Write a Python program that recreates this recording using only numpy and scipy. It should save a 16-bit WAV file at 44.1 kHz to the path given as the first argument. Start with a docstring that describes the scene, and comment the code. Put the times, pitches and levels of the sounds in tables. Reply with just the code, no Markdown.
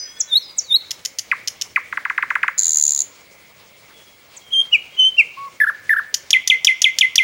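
"""A nightingale sings two phrases from a leafy branch: glides, double clicks, falling chucks, a rattle and whistles.
Its notes are gliding near sines with two overtones; its clicks are noise slaps ringing throat resonances.
A near reflection notches the voice and the foliage scatters it into a short tail.
Behind are faint wavering tones, an insect-like band of hiss, low country noise in half-octave bands
and a thin high line, a sine in the middle with a narrow high hiss before and after."""
import sys
import numpy as np
from scipy import signal
from scipy.io import wavfile
from scipy.ndimage import uniform_filter1d

SR = 44100
rng = np.random.default_rng(int(sys.argv[2]) if len(sys.argv) > 2 else 0)


def bounce(signal):
    """Save signal as a 16-bit WAV file at the path given by the first command-line argument."""
    frames = np.transpose(np.atleast_2d(signal))
    limited = np.clip(frames, -1, 1)
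    pcm = np.round(limited * 32767).astype(np.int16)
    wavfile.write(sys.argv[1], SR, pcm)


N = 318843
T = np.arange(N) / SR
CUTOFF_HZ = 16050


# Whistled syllable shapes [t/s from the start, f/Hz, level/dB]
SEEP = [(0, 8400, -43), (.011, 7800, -25.5), (.017, 7070, -2.5), (.022, 6140, -2), (.027, 5560, -5),
        (.031, 5250, -20), (.036, 5080, -35)]
HOOK = [(0, 4050, -50), (.04, 3760, -26.5), (.056, 3620, -9.5), (.068, 3600, -4), (.08, 3775, -14),
        (.086, 3800, -1), (.098, 3930, -1.5), (.1026, 4290, -8), (.108, 4278, -1.5), (.118, 4190, -31)]
SLUR = [(0, 2540, -31.5), (.009, 2746, -16), (.018, 2807, 2), (.025, 2734, 3), (.035, 2450, -0.4),
        (.042, 2276, 1), (.048, 2170, -13), (.057, 2120, -16), (.063, 2070, -43)]
HUM = [(0, 1050, -22), (.007, 1030, -6), (.013, 1096, -1.5), (.075, 1127, 1.3), (.109, 1103, 0.5),
       (.119, 1031, -3.5), (.125, 1080, -14)]
# When they are sung [t/s, level/dB added to the shape, length/s, pitch shift/semitones]
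SEEPS = [(0.1865, -7.5, 0.039, 0.012), (0.567, -8, 0.039, 0.01), (4.349, -30.5, 0.042, 1.6)]
HOOKS = [(.27, -3.5, 0.12, 0.006), (.657, -3.5, 0.12, 0.01)]
SLURS = [(4.713, -5.5, 0.067, 0.76), (5.167, -3, 0.067, 0.01)]
HUMS = [(5.366, -28.5, 0.124, 0.0079)]


def whistles():
    """Pure whistles and glides: the syrinx sings nearly sinusoidal notes without added hiss."""
    return syllables((SEEP, SEEPS), (HOOK, HOOKS), (SLUR, SLURS), (HUM, HUMS)) + pipes()


# Level pipes [t/s of full voice, level/dB, length/s, f/Hz, swell/dB, overshoot/Hz,
# level dip/s after full voice, dip level/dB]
PIPES = [(4.535, -11, .084, 3194, 4.5, 120.5, .075, -17), (4.996, -5.5, 0.095, 3065, 0, 30, 0.064, -3)]
PIPE_RISE_S, PIPE_SETTLE_S, DIP_S, PIPE_FALL_S = .03, 0.0063, 0.0054, 0.014
PIPE_SCOOP_HZ, PIPE_FLICK_HZ = -220, 60.5
PIPE_WAVER_HZ, PIPE_WAVER_DB = 14, .6


def pipes():
    """Each pipe scoops up, overshoots, holds (and may swell), dips briefly in level and flicks up at its end."""
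    out = np.zeros(N)
    for s, db, length, hz, swell_db, overshoot, dip, dip_db in PIPES:
        def held_db(t):
            """Level of the hold, swelling over its first half."""
            return db + swell_db * min(2 * t / length, 1)

        rows = [(-PIPE_RISE_S, hz + PIPE_SCOOP_HZ, db - 29.5),
                (-PIPE_RISE_S / 2, hz, db - 17),
                (0, hz + overshoot, db),
                (PIPE_SETTLE_S, hz - overshoot / 3, db + 0.5),
                (dip - 2 * DIP_S, hz, held_db(dip)),
                (dip - DIP_S, hz, held_db(dip)),
                (dip, hz, held_db(dip) + dip_db),
                (dip + DIP_S, hz + PIPE_FLICK_HZ / 2, held_db(dip)),
                (length, hz + PIPE_FLICK_HZ / 2, held_db(length) - 7),
                (length + PIPE_FALL_S, hz + PIPE_FLICK_HZ, db - 22.5)]
        add_note(out, wavering(np.array(rows) + [s, 0, 0], .006, PIPE_WAVER_HZ, PIPE_WAVER_DB))
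    return out


# Falling syllable shapes [t/s from the start, f/Hz, level/dB]
CHUCK = [(0, 2700, -88), (.002, 2564, -3.5), (.005, 2120, 1), (.009, 1717, -9), (.014, 1353, -17.5),
         (.021, 1100, -18.5), (.026, 960, -30.5), (.0285, 800, -48)]
CHIP = [(0, 2790, -83), (.0012, 2464, -8), (.0025, 2325, -7.5), (.005, 1870, -2), (.008, 1450, -9.5),
        (.012, 1150, -18), (.017, 972, -26), (.0215, 804, -36)]
# When they are sung [t/s, level/dB added to the shape, length/s, pitch shift/semitones]
CHUCKS = [(1.313, 1.6, 0.0285, .05), (1.7583, 2.1, 0.0285, 0.046)]
CHIPS = [(1.925, -4, 0.013, -0.74), (1.9723, -0.5, 0.013, -0.44), (2.0508, -0.5, 0.016, -.3),
         (2.098, 0.5, 0.016, -0.056), (2.1776, 2.5, 0.016, 0.053), (2.2243, 2, 0.018, .1),
         (2.3028, 1.5, 0.017, 0.031), (2.353, 3.5, 0.015, 0.044), (2.4298, 5, 0.019, 0.19),
         (2.4793, 2.5, 0.014, 0.27)]


def chucks():
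    """Chucks and quick chips: the pitch plunges within some 30 ms, with a faint high hiss."""
    return with_hiss(syllables((CHUCK, CHUCKS), (CHIP, CHIPS)), 7000, 14500, -42)


# Warble shapes, falling and arched [t/s from the start, f/Hz, level/dB]
WARBLE_DOWN = [(0, 2500, -41), (.003, 2047, 4), (.0055, 1828, 5.5), (.011, 1757, 0), (.018, 1742, 6),
               (.033, 1789, -2), (.042, 1750, 5), (.046, 1526, -4.5), (.052, 1365, -11.5),
               (.058, 1160, -46)]
WARBLE_ARCH = [(0, 1213, -27), (.006, 1403, -3.5), (.014, 1721, 4.5), (.022, 1824, -1.5), (.029, 1740, 8),
               (.033, 1600, -0.5), (.039, 1362, -3.5), (.046, 895, -28.5)]
# When they are sung [t/s, level/dB added to the shape, length/s, pitch shift/semitones]
WARBLES_DOWN = [(5.6, -4.5, .056, -0.17), (5.8915, -3.5, .058, 0.11)]
WARBLES_ARCH = [(5.663, -9.5, .044, 0.089), (5.958, -9.5, .046, 0.024)]


def warbles():
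    """Low warbles in pairs: one pitch curve falls, the next arches up and over."""
    voice = syllables((WARBLE_DOWN, WARBLES_DOWN), (WARBLE_ARCH, WARBLES_ARCH))
    return with_hiss(voice, 10000, 13000, -35.5)


# Shape of a "too" [t/s from the start, f/Hz, level/dB]
TOO = [(0, 3890, -68), (.0025, 3508, 1), (.0045, 3273, 2), (.009, 2813, -4.5), (.013, 2410, -3),
       (.018, 2144, -1), (.023, 2050, -2.5), (.041, 2021, -4.5), (.046, 2160, -2), (.0495, 2140, -38)]
# When it is sung [t/s, level/dB added to the shape, length/s, pitch shift/semitones]
TOOS = [(6.3289, 1, 0.046, 0.0095), (6.4975, 0.16, 0.053, 0.13), (6.668, 0.31, 0.052, 0.26),
        (6.84, 0.15, 0.054, 0.24), (7.008, 0, 0.054, 0.085), (7.178, 0.18, 0.052, 0.26)]


def toos():
    """Repeated whistled toos: each drops steeply in pitch, then holds."""
    return with_hiss(syllables((TOO, TOOS)), 9680, 11300, -43.5)


# The two voices of one rattle pulse [t/s from the pulse peak, f/Hz, level/dB]
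RATTLE_HIGH = [(-.0034, 7300, -32), (-.002, 7300, -15), (-.001, 7250, -8), (-.0002, 7050, 0),
               (.0005, 6700, -3), (.0011, 6200, -14), (.0018, 5800, -34)]
RATTLE_LOW = [(-.0018, 5900, -38), (-.001, 5200, -26), (0, 4400, -22), (.0012, 3900, -27),
              (.0022, 3500, -42)]
# Level curve of the pulses [t/s, level/dB]
RATTLE_LEVEL = [(2.58, -11), (2.592, 0.5), (2.612, -12), (2.63, -4), (2.72, -3), (2.84, -1), (2.9, -4),
                (2.99, -5), (3.021, -7)]
# Pulses start hurried, settle within a few beats and then slowly tire
RATTLE_START_S, RATTLE_PULSES, RATTLE_GAP_S = 2.5811, 36, .01245
HURRY_S, HURRY_PULSES, TIRING_S_PER_PULSE, UNEVEN_S = .00737, 3.16, .0000503, .0002
# The low voice follows only a share of the level changes around LOW_VOICE_DB
RATTLE_UNEVEN_DB, LOW_VOICE_DB, LOW_VOICE_FOLLOWS = 1.5, -3.5, 0.21


def rattle():
    """Both sides of the syrinx flick together in tiny glides, a little differently each time."""
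    out, beat = np.zeros(N), np.arange(RATTLE_PULSES)
    gaps = RATTLE_GAP_S + TIRING_S_PER_PULSE * beat - HURRY_S * np.exp(-beat / HURRY_PULSES)
    times = RATTLE_START_S + np.cumsum(gaps) - gaps
    chances = rng.standard_normal((RATTLE_PULSES, 5))
    for beat_s, (high_bend, low_bend, low_lag, late, push) in zip(times, chances):
        db = np.interp(beat_s, *np.transpose(RATTLE_LEVEL)) + RATTLE_UNEVEN_DB * push
        s = beat_s + UNEVEN_S * late
        # a later low voice is also a louder one
        low_db = LOW_VOICE_DB + LOW_VOICE_FOLLOWS * (db - LOW_VOICE_DB) + 1.7 * low_lag
        low_s = s + .0003 * low_lag
        add_note(out, np.array(RATTLE_HIGH) * [1, 1 + .007 * high_bend, 1] + [s, 0, db])
        add_note(out, np.array(RATTLE_LOW) * [1, 1 + .02 * low_bend, 1] + [low_s, 0, low_db])
    out = with_hiss(out, 8800, 10400, -20.5, lag_s=0.012)
    out = with_hiss(out, 11800, 13700, -28, lag_s=0.006)
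    return with_hiss(out, 3400, 6200, -19, lag_s=.006)


# Double clicks [t/s, level/dB, second slap/s after the first, its level/dB]
DOUBLE_CLICKS = [(0.9066, -13, 0.0068, -11), (1.0494, -11.5, 0.007, -9.5), (1.1848, -10.5, 0.0072, -10.5),
                 (1.474, -9.5, .0071, -9.5), (1.6115, -13, 0.0072, -8)]
# Single clicks [t/s, level/dB]
SINGLE_CLICKS = [(6.1408, -2.5), (6.3048, -4), (6.4743, -3), (6.6457, -1.5), (6.8175, -1.5), (6.9855, -2.5),
                 (7.1554, -1)]
# Throat resonances [f/Hz, width/Hz, level/dB]
THROAT = [(1875, 315, 1.5), (2980, 670, 5), (5290, 1450, 8), (6700, 1320, 4.5), (9550, 810, -7),
          (12750, 2800, -11.5)]
# Decay settings of the slap shape, which is applied twice
CLICK_T60_S, SECOND_SLAP_T60_S = 0.057, 0.03


def clicks():
    """A few milliseconds of uneven slaps of the membranes ring the throat."""
    slaps, t = np.zeros(N), np.arange(round(.015 * SR)) / SR
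    rows = [(s, db, CLICK_T60_S) for s, db, *_ in DOUBLE_CLICKS + SINGLE_CLICKS]
    rows += [(s + gap, db, SECOND_SLAP_T60_S) for s, _, gap, db in DOUBLE_CLICKS]
    for s, db, t60 in rows:
        shape = np.minimum(t / 0.001, 1) * amp(-60 * np.maximum(t - .002, 0) / t60)
        # some grains stick out of the noise
        spikes = rng.exponential(1, len(t)) * (rng.random(len(t)) < .15)
        grain = rng.standard_normal(len(t)) * (0.99 + spikes)
        slap = shape * rms_one(grain * shape) / rms_one(shape).max()
        start = round(s * SR)
        slaps[start:start + len(t)] += amp(db - 3.5) * slap
    out = np.zeros(N)
    for k, (hz, width, db) in enumerate(THROAT):
        ring = resonance(resonance(slaps, hz, width), hz, 1.87 * width)
        out += (-1) ** k * amp(db) * ring  # neighbours alternate in sign
    return out


# Unsteadiness of every point of a syllable: share of pitch, dB
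UNSTEADY_PITCH, UNSTEADY_DB = .006, .8


def syllables(*kinds):
    """Each repeated syllable is stretched and shifted to its row, with every turn a little off."""
    out = np.zeros(N)
    for shape, sung in kinds:
        for s, db, length, shift in sung:
            stretch, transpose = length / shape[-1][0], 2 ** (shift / 12)
            rows = np.array(shape) * [stretch, transpose, 1] + [s, 0, db]
            bend, push = rng.standard_normal((2, len(rows)))
            rows[:, 1] *= 1 + UNSTEADY_PITCH * bend
            rows[:, 2] += UNSTEADY_DB * push
            add_note(out, rows)
    return out


# Clean second overtone [f/Hz of the overtone, level/dB relative to the fundamental]
SECOND = [(2000, -7.5), (3600, -43), (5000, -38), (6200, -29.5), (7500, -36.5), (9000, -30), (11500, -53),
          (14000, -30.5)]
# Rough third overtone [f/Hz of the overtone, level/dB relative to the fundamental, before roughening]
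THIRD = [(3000, -49), (5400, -51), (7500, -37), (8400, -58.5), (9500, -35), (11500, -28.5), (13000, -36)]


def add_note(out, rows):
    """One gliding note: a near sine, a clean second overtone and a third roughened by slow noise."""
    s, hz, db = np.transpose(rows)
    a, b = max(int(s[0] * SR), 0), min(int(s[-1] * SR), N)
    length = b - a

    def smooth(values):
        """The curve through the points, its corners rounded."""
        return uniform_filter1d(np.interp(T[a:b], s, values), size=min(45, length // 12))

    pitch, level = smooth(hz), amp(smooth(db))
    phase = 2 * np.pi * (np.cumsum(pitch) / SR + rng.random())
    slow_noise = uniform_filter1d(rng.standard_normal(length), size=50)
    rough = rms_one(uniform_filter1d(slow_noise, size=50))
    second = amp(at_hz(SECOND, 2 * pitch)) * np.sin(2 * phase)
    third = amp(at_hz(THIRD, 3 * pitch)) * (.8 + rough) * np.sin(3 * phase)
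    third = third * (3 * pitch < CUTOFF_HZ)
    ramp = np.arange(length)
    fade = np.minimum(np.minimum(ramp, ramp[::-1]) / 20, 1)
    out[a:b] += (np.sin(phase) + second + third) * level * fade


def with_hiss(voice, low_hz, high_hz, hiss_db, lag_s=0.0069):
    """Band-limited hiss follows the loudness of the note, smoothed over lag_s."""
    loud = uniform_filter1d(np.abs(voice), size=round(lag_s * SR))
    hiss = band(band(rng.standard_normal(N), low_hz, high_hz), low_hz, high_hz)
    return voice + amp(hiss_db) * loud * rms_one(hiss)


def wavering(rows, step_s, hz, db):
    """The rows with points added every step_s, pitch and level unsteady by hz and db."""
    s, pitch, level = np.transpose(rows)
    t = np.union1d(s, np.arange(s[0], s[-1], step_s))
    chance = rng.standard_normal((len(t), 2))
    unsteady_pitch = np.interp(t, s, pitch) + hz * chance[:, 0]
    unsteady_level = np.interp(t, s, level) + db * chance[:, 1]
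    return np.transpose([t, unsteady_pitch, unsteady_level])


# Cancellations by the near reflection [f/Hz, width/Hz, level/dB at strength 1]
NOTCHES = [(1270, 90, -6), (1490, 70, -4), (1815, 150, -13), (2220, 130, -18), (2750, 160, -11),
           (3170, 110, -8)]


def near_reflection(x, strength):
    """Direct and reflected sound cancel at a row of low pitches; high up the reflection is a faint slap."""
    slap = amp(-14) * band(x, 4500, 9000)
    for hz, width, db in NOTCHES:
        depth, half = amp(strength * db / 2), np.pi * width / SR
        c = -2 * np.cos(2 * np.pi * hz / SR)
        zeros = [1 + half * depth, c, 1 - half * depth]
        poles = [1 + half / depth, c, 1 - half / depth]
        x = signal.lfilter(zeros, poles, x)
    lag = round(.002 * SR)
    return x + np.concatenate([np.zeros(lag), slap[:-lag]])


def foliage(x):
    """Countless leaf echoes: quick scatter close by and a longer tail from the wood, duller with time."""
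    t = np.arange(SR) / SR
    near = amp(-44) * amp(-60 * t / .15) * rng.standard_normal(SR) * np.clip((t - .004) / .004, 0, 1)
    near = near + amp(5.5) * band(near, 5730, 17000)  # small leaves scatter the high notes most
    wood = rng.standard_normal((2, SR)) * np.clip((t - .006) / 0.0017, 0, 1)
    low = amp(-54.0) * amp(-60 * t / 0.59) * band(wood[0], 790, 6400)
    high = amp(-50.5) * amp(-60 * t / 0.35) * band(wood[1], 6330, 15000)
    return signal.fftconvolve(x, near + low + high)[:N]


# Faint tones, straight glides before wavering: dying tails of an earlier note, then quiet whistles
# [t/s, length/s, first f/Hz, last f/Hz, first level/dB, last level/dB]
FAINT_TONES = [(0, 0.21, 5000, 5064, -27, -55), (0, 0.19, 6060, 5960, -28, -56),
               (0.078, 0.25, 3300, 3434, -44.5, -50), (.03, 0.32, 1825, 1780, -50, -56),
               (0.016, 0.32, 1507, 1494, -56, -53), (0.381, 0.061, 6350, 4840, -48, -46),
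               (0.448, .065, 5080, 4850, -39, -45), (0.601, 0.019, 4050, 4700, -54, -42),
               (0.634, 0.046, 4700, 3970, -42, -51), (3.942, .11, 3350, 3390, -48, -54.5),
               (4.08, 0.075, 3320, 3270, -52.5, -57), (4.42, 0.073, 3270, 3180, -49, -46.5),
               (4.908, 0.075, 3220, 3240, -49, -37)]
FAINT_FADE_S, FAINT_FADE_DB, FAINT_WAVER_HZ = 0.011, -10, 30


def faint_tones():
    """Faint tones: dying tails of an earlier note, then quiet whistles, all wavering in pitch and level."""
    out = np.zeros(N)
    for s, length, first_hz, last_hz, first_db, last_db in FAINT_TONES:
        end = s + length
        rows = [(s - FAINT_FADE_S, first_hz, first_db + FAINT_FADE_DB),
                (s, first_hz, first_db),
                (end, last_hz, last_db),
                (end + FAINT_FADE_S, last_hz, last_db + FAINT_FADE_DB)]
        add_note(out, wavering(rows, 0.022, FAINT_WAVER_HZ, 1.5))
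    return band(out, 1000, 7000) * amp(3 * flicker(25))


def insect_like_hiss():
    """A narrow band of hiss from noise through two resonances, its level drifting slightly."""
    hiss = resonance(resonance(rng.standard_normal(N), 2176, 350), 2176, 350)
    return amp(-55.0 + 1.3 * flicker(1.6)) * rms_one(hiss)


# Tilt of the outdoor noise, only relative levels matter [f/Hz, level/dB per Hz]
AIR = [(18, -17), (28, -14), (50, -13), (104, -3), (254, -7), (400, -6.5), (560, -2.5), (760, -8),
       (1000, -6), (1610, -10), (3000, -9), (7400, -15), (11000, -26.5), (13000, -29.5), (15500, -27)]


def air():
    """Half-octave bands of outdoor noise, each drifting alone and a little with the others."""
    edges = 14 * 2 ** np.arange(0, 10.3, .5)
    white, together = rng.standard_normal((2, N)), flicker(10)
    out, together_db = 0, 1.3
    for k, (low, high) in enumerate(zip(edges, edges[1:])):
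        level_db = at_hz(AIR, np.sqrt(low * high)) + together_db * together + 2.1 * flicker(11.0)
        out = out + amp(level_db) * band(white[k % 2], low, high)
    return amp(-49) * rms_one(out)


# The high line sounds between these times [from t/s, to t/s]
LINE_S = 2.475, 4.355
LINE_HZ = 15676


def high_line():
    """A thin high line in the middle, a narrow high hiss before and after."""
    inside = (T > LINE_S[0]) & (T < LINE_S[1])
    line_share = uniform_filter1d(inside * 1., size=1800)
    line = np.sin(2 * np.pi * LINE_HZ * T)
    narrow_hiss = rms_one(band(rng.standard_normal(N), 15270, 15850))
    return amp(-54) * line_share * line + amp(-61) * (1 - line_share) * narrow_hiss


def amp(db):
    """Decibels to gain."""
    return 10 ** (np.asarray(db) / 20)


def rms_one(x):
    """Scaled to rms 1."""
    return x / np.sqrt(np.mean(x ** 2) + 1e-20)


def at_hz(points, hz):
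    """A spectrum read on a log-frequency axis."""
    f, db = np.transpose(points)
    return np.interp(np.log(hz), np.log(f), db)


def band(x, low_hz, high_hz):
    """Butterworth band-pass, second order at each edge."""
    return signal.sosfilt(signal.butter(2, [low_hz, high_hz], "band", fs=SR, output="sos"), x)


def resonance(x, hz, width):
    """Two-pole resonance, gain about 1 on top."""
    r = np.exp(-np.pi * width / SR)
    zeros = np.array([1, 0, -1]) * (1 - r * r) / 2
    return signal.lfilter(zeros, [1, -2 * r * np.cos(2 * np.pi * hz / SR), r * r], x)


def flicker(rate):
    """Chance drift: noise low-passed at rate (Hz), rms 1."""
    return rms_one(signal.sosfilt(signal.butter(2, rate, fs=SR, output="sos"), rng.standard_normal(N)))


def scene():
    """The singer with its echoes over the background; the whistles catch less of the notches."""
    pure = whistles()
    rest = chucks() + warbles() + toos() + rattle() + clicks()
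    faint = faint_tones()
    direct = near_reflection(pure, strength=.35) + near_reflection(rest, strength=1)
    scattered = foliage(pure + rest + 3 * faint)
    return (direct + scattered + faint + insect_like_hiss() + air() + high_line())[None]


def record(dry):
    """Peaks beyond .99 clip, then a steep elliptic low-pass cuts the top."""
    top_cut = signal.ellip(16, .3, 110, CUTOFF_HZ, fs=SR, output="sos")
    return signal.sosfilt(top_cut, np.clip(dry, -.99, .99))


dry = scene()
out = record(dry)
bounce(out)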